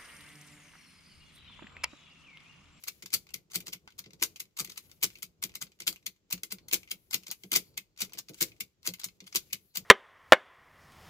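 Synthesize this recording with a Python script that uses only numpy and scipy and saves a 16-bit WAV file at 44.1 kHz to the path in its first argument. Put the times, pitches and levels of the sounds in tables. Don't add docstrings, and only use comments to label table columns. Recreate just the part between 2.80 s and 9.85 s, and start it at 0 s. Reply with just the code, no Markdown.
import sys
import numpy as np
from scipy import signal
from scipy.fft import rfft, irfft, next_fast_len
from scipy.io import wavfile
from scipy.ndimage import uniform_filter1d, map_coordinates

SR = 44100
rng = np.random.default_rng(int(sys.argv[2]) if len(sys.argv) > 2 else 0)


def transcribe(u):
    v = np.clip(np.atleast_2d(u).T, -1, 1)
    q = np.round(v * 32767).astype(np.int16)
    wavfile.write(sys.argv[1], SR, q)


def rack_gain(trim_db):
    fader = np.asarray(trim_db, float)
    return 10 ** (fader / 20)


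N = 310905

# t/s, peak level/dB, catch ahead/ms, catch level/dB, body level/dB
LATCHES = [
    (0.3389, -11.5, 6.9, -24.5, -6.5),
    (1.4343, -14, 8.1, -12.5, -10),
    (2.2342, -12, 4.8, -18.5, -2.5),
    (3.078, -11.5, 6, -20.5, 1),
    (3.9338, -10.5, 5.2, -20.5, -1),
    (4.7603, -10.5, 5.2, -15, -0.5),
    (5.6184, -13, 7.2, -17.5, -7.5),
    (6.558, -11, 7.4, -23.5, -2),
]
# t/s, peak level/dB, build-up/ms, body level/dB, shove level/dB
PRESSES = [
    (0.5427, -24, 2.7, 2, -53),
    (1.604, -25, 3.5, -1, -58.5),
    (2.4295, -25.5, 2.3, -1.5, -57),
    (3.267, -23, 3.45, 2.5, -57),
    (4.1159, -22, 3.9, 3.5, -51.5),
    (4.9777, -24, 3.2, 7, -57.5),
    (5.8076, -23, 2.9, 6, -53),
    (6.732, -20, 2.7, 4, -52.5),
]
# t/s, peak level/dB, pawl ahead/ms, pawl level/dB, brightness/dB
RELEASES = [
    (0.7577, -17.5, 11.2, -31, -0.6),
    (1.8024, -20.5, 12, -27, -0.8),
    (2.6389, -20.5, 11.3, -27, 0.5),
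    (3.5267, -17, 16.3, -32, -1.2),
    (4.3434, -13, 9.9, -24, -3),
    (5.2186, -15.5, 9.4, -24.5, -3),
    (6.0747, -16, 8.9, -26, -1.5),
    (6.9724, -19.5, 14, -26.5, -0.3),
]


def unit(x):
    return x / np.sqrt(np.mean(x ** 2) + 1e-20)


def along(points, hz):
    f, v = np.transpose(points)
    return np.interp(np.log(hz + 1), np.log(f + 1), v)


def filtered(x, response):
    m = next_fast_len(N + SR // 2, True) // 2 * 2
    return irfft(rfft(x, m) * response(np.fft.rfftfreq(m, 1 / SR)), m)[..., :N]


def coloured(x, points):
    return filtered(x, lambda hz: rack_gain(along(points, hz)))


def causal(gain):
    cepstrum = irfft(np.log(gain + 1e-5))
    half = len(cepstrum) // 2
    cepstrum[1:half] *= 2
    cepstrum[half + 1:] = 0
    return np.exp(rfft(cepstrum)) / np.sqrt(np.mean(gain ** 2))


def resonant(modes, f):
    total = 0
    for k, (centre, width, db) in enumerate(modes):
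        total = total + (-1) ** k * rack_gain(db) * 1j * f * width / (centre ** 2 - f * f + 1j * f * width)
    return total


def pair(alike, size):
    a, b = rng.standard_normal((2, size))
    angle = np.arccos(np.clip(alike, 0, 1)) / 2
    return np.array([np.cos(angle) * a + np.sin(angle) * b, np.cos(angle) * a - np.sin(angle) * b])


def wobble(rate):
    knots = rng.standard_normal(int(N * rate / SR) + 4)
    return map_coordinates(knots, [np.arange(N) * rate / SR])


def span(start_s, end_s, edge_s=0.046):
    now = np.arange(N) / SR
    return (np.tanh((now - start_s) / edge_s) - np.tanh((now - end_s) / edge_s)) / 2


def holding_still():
    settle_s = 0.074
    return sum(span(press[0] + settle_s, release[0]) for press, release in zip(PRESSES, RELEASES))


def seat_rumble(still):
    # f/Hz, level/dB
    rumble_colour = [(12, -44), (25, -15.5), (50, -5.5), (180, -5.5), (250, -13.5), (370, -10),
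                     (560, -19.5), (800, -26.5), (1500, -31), (3000, -120)]
    starts = np.array([row[0] for row in [*LATCHES, *RELEASES]])
    after = np.maximum(np.arange(N) / SR - starts[:, None], 0)
    rise, fall = 1 - np.exp(-after / 0.0093), np.exp(-(after / 0.09) ** 2)
    load = np.sum(rise * fall, axis=0)
    low = coloured(rack_gain(3 * wobble(18)) * pair(0.7, N), rumble_colour)
    return rack_gain(-69.5 + 8.5 * load - 5.3 * still) * unit(low)


def webbing(still):
    # f/Hz, level/dB
    weave_colour = [(500, -28.5), (1500, -12), (2300, -4), (4500, -5.5), (7500, -5.5), (9200, -17.5),
                    (11500, -4), (13000, -14), (15800, -5.5)]
    # f/Hz, level/dB
    airy_colour = [(7000, -38), (9500, -13.5), (11500, 0.5), (13000, -5.5), (15800, -5)]
    # start t/s, length/s, slide level/dB, airy level/dB
    strokes = [(-0.1, 0.3, -67, -67), (1.414, .08, -73, -82), (1.83, 0.35, -70, -65.5),
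               (2.249, 0.18, -65, -68.5), (3.95, 0.12, -74.5, -69), (4.139, 0.48, -79.5, -72.5),
               (4.6, 0.31, -75, -69), (5.341, 0.092, -71.5, -78), (5.597, 0.067, -49.5, -73),
               (6.158, 0.097, -75, -77.5), (6.434, 0.18, -67.5, -80), (6.57, 0.35, -79.5, -69)]
    slide, taut = sum(rack_gain(levels_db)[:, None] * span(s, s + length) for s, length, *levels_db in strokes)
    idle = rack_gain(-80 - 11.5 * still)
    grains = rack_gain(3 * wobble(48) + 1.2 * wobble(360)) * pair(0.21, N)
    rub = (idle + slide) * unit(coloured(grains, weave_colour))
    return rub + taut * rack_gain(1.5 * wobble(20)) * unit(coloured(pair(0.24, N), airy_colour))


def hand():
    still = holding_still()
    return webbing(still) + seat_rumble(still)


def shoves():
    # t/s, cushion level/dB, frame above the cushion/dB
    nudges = [(0.085, -63.5, -1), (0.226, -53, -9), (0.874, -54, -6), (0.929, -53, -9), (1.192, -56, -24),
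              (1.261, -54.5, -3), (1.332, -55.5, -7), (1.878, -61.5, 0.5), (1.977, -62, -7),
              (2.754, -60.5, -8), (2.817, -49, -14), (2.999, -59.5, 0), (3.627, -58.5, -1),
              (3.718, -48, -9), (4.483, -56.5, -6.5), (4.636, -51, -6), (4.72, -47.5, 0), (5.342, -58.5, 1),
              (5.383, -57.5, -7), (5.492, -47, -3), (6.256, -56.5, -15), (6.412, -53, -10.5)]
    # t/s, cushion level/dB, frame above the cushion/dB
    thrusts = [
        (0.332, -45, -5),
        (1.416, -50, 6.5),
        (2.23, -44.5, 0),
        (3.072, -47, -1.5),
        (3.924, -45, 4.5),
        (4.758, -42, 0.5),
        (5.612, -43.5, 0.5),
        (6.548, -47.5, -4),
    ]
    heaves = [
        -42.5,
        -42,
        -45,
        -44.5,
        -42.5,
        -43.5,
        -39,
        -48,
    ]
    rows = [*nudges, *thrusts]
    rows += [(s, db, -10) for s, *_, db in PRESSES]
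    ahead_s = 0.0027
    return rows + [(release[0] - ahead_s, db, -10) for release, db in zip(RELEASES, heaves)]


def seat():
    # f/Hz, width/Hz, level/dB
    cushion_modes = [(111, 18, -8), (183.7, 23.6, 2.5)]
    # f/Hz, width/Hz, level/dB
    frame_modes = [(325, 60, 1), (456, 76, -4), (521, 31, -6), (670, 130, -18)]
    t = np.arange(SR // 5) / SR
    soft, hard = np.zeros((2, 2, N + SR))
    for s, db, frame_db in shoves():
        start = round(s * SR)
        at = slice(start, start + len(t))
        soft[:, at] += rack_gain(db + 29 - 60 * t / 0.13) * (1 - np.exp(-t / 0.0063)) * pair(0.98, len(t))
        hard[:, at] += rack_gain(db + frame_db + 26.5 - 60 * t / 0.14) * (1 - np.exp(-t / 0.0014)) * pair(0.86, len(t))
    cushion = filtered(soft, lambda hz: resonant(cushion_modes, hz))
    return cushion + filtered(hard, lambda hz: resonant(frame_modes, hz))


def tongue():
    # t/s, f/Hz, level/dB, 60 dB decay/s
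    rings = [
        (3.81, 4370, -68, 0.38),
        (4.829, 4520, -70, 0.94),
        (6.87, 4300, -71, 0.73),
    ]
    ringing = np.zeros(N)
    for s, hz, db, t60 in rings:
        t = np.maximum(np.arange(N) / SR - s, 0)
        swell = rack_gain(db - 60 * t / t60 + 3.5 * wobble(51)) * (1 - np.exp(-t / 0.02))
        ringing += swell * np.sin(2 * np.pi * hz * t + 3.1 * wobble(300))
    return ringing


def contacts():
    # t/s, peak level/dB
    rattles = [(0.022, -46), (0.466, -43), (0.488, -41.5), (0.6988, -46.5), (0.8214, -48), (1.1025, -44.5),
               (1.1196, -48.5), (1.304, -43), (1.6514, -49.5), (1.7075, -65), (1.9574, -39), (2.094, -49),
               (2.1697, -73), (2.691, -39.5), (2.7155, -47), (2.9162, -45.5), (3.225, -54), (3.3596, -56),
               (3.49, -66), (4.085, -46), (4.9396, -55), (5.161, -51.5), (5.349, -40), (5.762, -53),
               (6.283, -36.5), (6.384, -77), (6.4384, -47)]
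    # t/s, peak level/dB, body level/dB
    rebounds = [
        (0.3454, -14, -3.5),
        (1.4405, -27, -8),
        (2.2412, -12.5, -9.5),
        (3.0822, -22, -4.5),
        (3.942, -13, -5.5),
        (4.7693, -13.5, -3.5),
        (5.6263, -13, -5.5),
        (6.565, -16, -3),
    ]
    # t/s, peak level/dB, build-up/ms, body level/dB
    slips = [(0.7183, -37, 5.2, -8), (0.7347, -34, 0.99, -7), (0.751, -24, 0.75, -5),
             (1.7684, -38, 0.62, 0), (1.775, -31, 4.3, -6), (1.797, -18.5, 1.6, -32),
             (1.8113, -27, 0.92, -17), (2.6498, -36.5, 0.71, 0), (3.504, -41.5, 1.1, -3),
             (3.532, -25.5, 1.4, -3.5), (4.311, -27.5, 2.8, -14), (4.3475, -25, 1.34, -1),
             (5.176, -38.5, 0.91, -6.5), (5.188, -42.5, 1, 1), (5.197, -36.5, 4.2, 1.5),
             (6.0305, -46.5, 0.78, -2.5), (6.056, -33.5, 6, -0.5), (6.9536, -40, 8.2, -3.5)]
    # t/s, peak level/dB, brightness/dB, build-up/ms, body level/dB
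    taps = [(0.038, -35, 3, 1, 4), (0.0744, -32.5, -10, 1.6, -4), (0.0831, -21.5, -2.5, 4.7, -5),
            (0.805, -36, 0, 1.7, 5), (0.8708, -30.5, -5.5, 7.3, -2.5), (0.881, -27, -6, 0.19, -7),
            (0.9348, -25.5, -4, 15, 0), (1.1926, -28.5, -3, 5.5, -4), (1.8476, -31, 0, 1.6, 2),
            (1.874, -40, -10, 1, 6), (1.8993, -32.5, -5.5, 2.7, -2.5), (1.921, -35.5, -8, 6.5, -8),
            (1.9783, -27.5, -1.5, 3.8, 1.5), (2.755, -27, 0, 2.1, -3), (2.8182, -25, -8, 4.8, -10),
            (2.8246, -26, 0, 2.5, 0), (3.6337, -24, 0, 0.71, 1.5), (3.71, -34, -11, 3, -2),
            (3.7206, -28, -4.5, 4.5, 4), (3.7243, -28, 3.5, 1.9, 3.5), (4.4689, -32.5, -7, 2.6, 0),
            (4.482, -34, -3, 1.8, -2.5), (4.505, -27, -27, 2.1, -13), (4.5132, -22.5, 1.5, 0.41, -13.5),
            (4.5183, -34.5, -9.5, 1, 13.5), (5.2496, -36, -1, 2.3, 2), (5.3343, -32, -3.5, 0.87, 0),
            (5.3885, -24, -4.5, 5, -5.5), (6.137, -31, 0, 0.2, 6), (6.1989, -32, -2.5, 2.5, -2),
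            (6.235, -29, -13, 0.67, -1), (6.2434, -20, -0.5, 1.7, -5)]
    # t/s, peak level/dB, brightness/dB, build-up/ms, body level/dB
    entries = [(0.2254, -31.5, -7, 1.4, 2), (0.26, -30.5, -4.5, 1.2, -2.5), (0.3041, -41, -9.5, 0.8, 1.5),
               (0.3205, -41, -11.5, 0.71, -4.5), (1.241, -42, -16.5, 0.93, 2),
               (1.2616, -41, -22.5, 3, -0.5), (1.334, -39.5, -9.5, 1.3, -2.5), (1.401, -49, -10.5, 5.5, 1),
               (1.4126, -40.5, -4.5, 4, 3.5), (2.115, -41, -5.5, 0.56, 0.5), (2.2167, -46, -7, 5.5, -1.5),
               (3.0036, -28.5, -5, 1.9, -0.5), (3.02, -32, -6, 0.72, 0.5), (3.885, -32.5, -2.5, 1.5, -4.5),
               (3.913, -28.5, -8, 1.1, 7.5), (4.636, -36, -4, 0.96, 0.5), (4.7187, -18, -1.5, 1.8, 1.5),
               (4.7319, -15.5, -1.5, 2.6, -8.5), (4.739, -17, -6.5, 2.9, -1),
               (4.7488, -33.5, -0.5, 1.5, -4), (5.4859, -35, -14, 1, -5.5), (5.4944, -40, -0.5, 3.2, 2.5),
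               (5.536, -45, -9.5, 0.9, -3), (5.544, -39, -2.5, 1.2, -2), (6.4047, -36.5, -15, 0.68, 2.5),
               (6.468, -39, -8.5, 2.4, 0.5), (6.476, -40.5, -4, 3.7, -1), (6.527, -33, -17, 1.7, -2.5)]
    # t/s, peak level/dB, brightness/dB, knock level/dB, body level/dB
    ticks = [(0.068, -47, -3, -2, -7), (0.5058, -47, -3, -5, 3), (0.5873, -54, -11, -9.5, 5),
             (0.9595, -47, -9, -13, 8), (1.076, -38, -18, 0.5, -1), (1.5599, -35.5, -7.5, -17, 3.5),
             (1.5654, -37.5, -7, -17, -7), (1.968, -51, -13, -19, -1), (2.303, -42, -10, -15, 7),
             (2.355, -41, -8, -17, 6), (2.3722, -48, -6, -20, 5), (2.386, -47.5, 2, -10, 6),
             (2.423, -33, -3, -23, 6), (2.7398, -47, -7, -6, 4), (2.868, -43, -26, -15, -1),
             (2.9893, -52.5, -10.5, -15.5, 0.5), (3.0594, -51.5, -6, -19.5, -2),
             (3.1268, -34.5, -1.5, -9, -6), (3.1602, -43, -4.5, -10, 9), (3.578, -41, -9, -10, 3),
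             (3.785, -41, -17.5, -11, 4), (4.0315, -45, -5, -14, 13), (4.0755, -48, -10, -9, 15),
             (4.0992, -47, -1, -6, -1), (4.4265, -51, -10, -11, 4), (4.4345, -41, -7, -13, 1),
             (4.7072, -55, -10.5, -16.5, 4.5), (5.2953, -48, -8, -5, 4), (5.3223, -41, -18, -3, -3),
             (5.3738, -37, -16, -4.5, -5), (5.7184, -44.5, -34, -28, 3), (5.78, -65, -17, -22, 1),
             (6.0232, -62, -10, -21, -5), (6.09, -26, -15, -31, -10), (6.186, -50, -12, -9, 4),
             (6.215, -30.5, -19, -19, -8), (6.7021, -55, -6.5, -15, 10), (6.709, -49.5, -8, -15, 12),
             (7.041, -59, -10, -13, -2)]
    rows = [(s + 0.0028, db - 3.5, -12, -11, 1.1, 3.5) for s, db in rattles]
    for s, db, ahead_ms, catch_db, body_db in LATCHES:
        rows.append((s - ahead_ms / 1000, catch_db, -0.5, -12.5, 3, 0.5))
        rows.append((s, db, -0.89, -18.5, 0.68, body_db))
    rows += [(s, db, -2.3, -20, 1, body_db) for s, db, body_db in rebounds]
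    for s, db, ahead_ms, pawl_db, bright_db in RELEASES:
        rows.append((s - ahead_ms / 1000, pawl_db, 1.5, -9, 3.7, 1.5))
        rows.append((s, db, bright_db, -18, 2.5, -3))
    rows += [(s, db, -0.5, -19, rise_ms, body_db) for s, db, rise_ms, body_db, _ in PRESSES]
    rows += [(s, db, -5.5, -13, rise_ms, body_db) for s, db, rise_ms, body_db in slips]
    for s, db, bright_db, rise_ms, body_db in [*taps, *entries]:
        rows.append((s, db, bright_db, -14.5, rise_ms, body_db))
    return rows + [(*tick, 0.41, body_db) for *tick, body_db in ticks]


def strike(t, rise_s):
    size = len(t)
    slow_clumps = unit(uniform_filter1d(rng.standard_normal(size), size=14))
    clumps = rack_gain(5 * slow_clumps + 2 * rng.standard_normal(size))
    after = np.maximum(t, 0)
    first_touch = np.clip((t + 2.4 * rise_s) / 0.0008, 0.003, 1)
    build = np.exp(1.25 * np.minimum(t, 0) / rise_s) * first_touch
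    shape = build * np.exp(-(after / 0.0024) ** 2)
    chatter = clumps * shape * pair(0.72, size)
    chatter *= np.linalg.norm(shape) / np.linalg.norm(chatter[0])
    flutter = rack_gain(2 * unit(uniform_filter1d(rng.standard_normal(size), size=60)))
    quick = rack_gain(-6 - 60 * after / 0.078) * flutter
    slow = rack_gain(-34 - 60 * after / 0.47) * (1 - after / after[-1])
    arrives = 1 - 0.31 * np.exp(-(after / 0.0017) ** 2)
    return chatter, (quick + slow) * arrives * build * pair(0.026, size)


def buckle_colour(hz):
    # f/Hz, level/dB
    housing_colour = [(350, -24), (600, -21), (1030, -13), (1520, -10), (1790, -12.5), (2120, -0.5),
                      (2720, -1.5), (4740, -0.5), (5220, -2.5), (6610, -1.5), (8840, -6.5), (15000, 2.5),
                      (15800, -11), (16500, -20.5)]
    return causal(rack_gain(along(housing_colour, hz)))


def buckle():
    # f/Hz, width/Hz, level/dB
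    shell_modes = [(1135, 70, -2), (2085, 90, 2), (2395, 70, 0), (4740, 120, 0), (6210, 100, 0),
                   (6740, 120, -1), (7550, 100, -2), (14800, 120, -5)]
    ahead = SR // 50
    t = (np.arange(SR // 5) - ahead) / SR
    hz = np.fft.rfftfreq(len(t), 1 / SR)
    upper = 1 / (1 + (7500 / (hz + 1)) ** 8)
    knock = 1 / (1 + (hz / 1700) ** 8)
    body = 1 / (1 + (1900 / (hz + 1)) ** 12) / (1 + (hz / 3240) ** 8)
    peaks = sum(np.abs(resonant([mode], hz)) for mode in shell_modes)
    upholstery = rack_gain(-3 / (1 + (9000 / (hz + 1)) ** 4))
    near = causal(1 + 0.63 * peaks)
    far = causal(1 + 0.29 * peaks) * upholstery
    crack = np.zeros((2, N + SR))
    for s, db, bright_db, knock_db, rise_ms, body_db in contacts():
        start = round(s * SR)
        spot_db = 3 * np.interp(hz, np.linspace(0, SR / 2, num=130), rng.standard_normal(130))
        blow_db = db - 5 + (bright_db + 0.5) * upper + (knock_db + 17) * knock + body_db * body
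        colour = causal(rack_gain(spot_db)) * rack_gain(blow_db)
        chatter, cabin = rfft(strike(t, np.clip(rise_ms, 0.2, 6) / 1000))
        crack[:, start:start + len(t)] += irfft((chatter * near + cabin * far) * colour, len(t))
    return filtered(crack[:, ahead:][:, :N], buckle_colour)


def scene():
    # f/Hz, level/dB
    port_tilt = [(60, 3.5), (240, -1), (950, 1.5), (3770, 2), (15000, 5.5)]
    side = np.array([[0.5], [-0.5]])

    def ports(hz):
        lead = 2 * np.pi * hz * 0.000095
        turn = 1.99 * hz ** 2 / (hz ** 2 + 1300 ** 2)
        return rack_gain(side * along(port_tilt, hz)) * np.exp(1j * side * (lead + turn))

    return filtered(buckle() + tongue() + seat() + hand(), ports)


def band_limit(x):
    return signal.sosfilt(signal.butter(12, 16810, fs=SR, output="sos"), x)


def record(dry):
    # f/Hz, level/dB
    hiss_colour = [(600, -5), (2200, 0.5), (4000, 0), (7300, -1), (9000, -18.5), (15500, -10)]
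    hiss = rack_gain(-83.5) * unit(coloured(pair(0, N), hiss_colour))

    def band(hz):
        dip = 1 - 0.25 / (1 + (14000 / (hz + 1)) ** 16)
        return dip / (1 + (hz / 15700) ** 120)

    return band_limit(filtered(dry + hiss, band))


dry = scene()
out = record(dry)
transcribe(out)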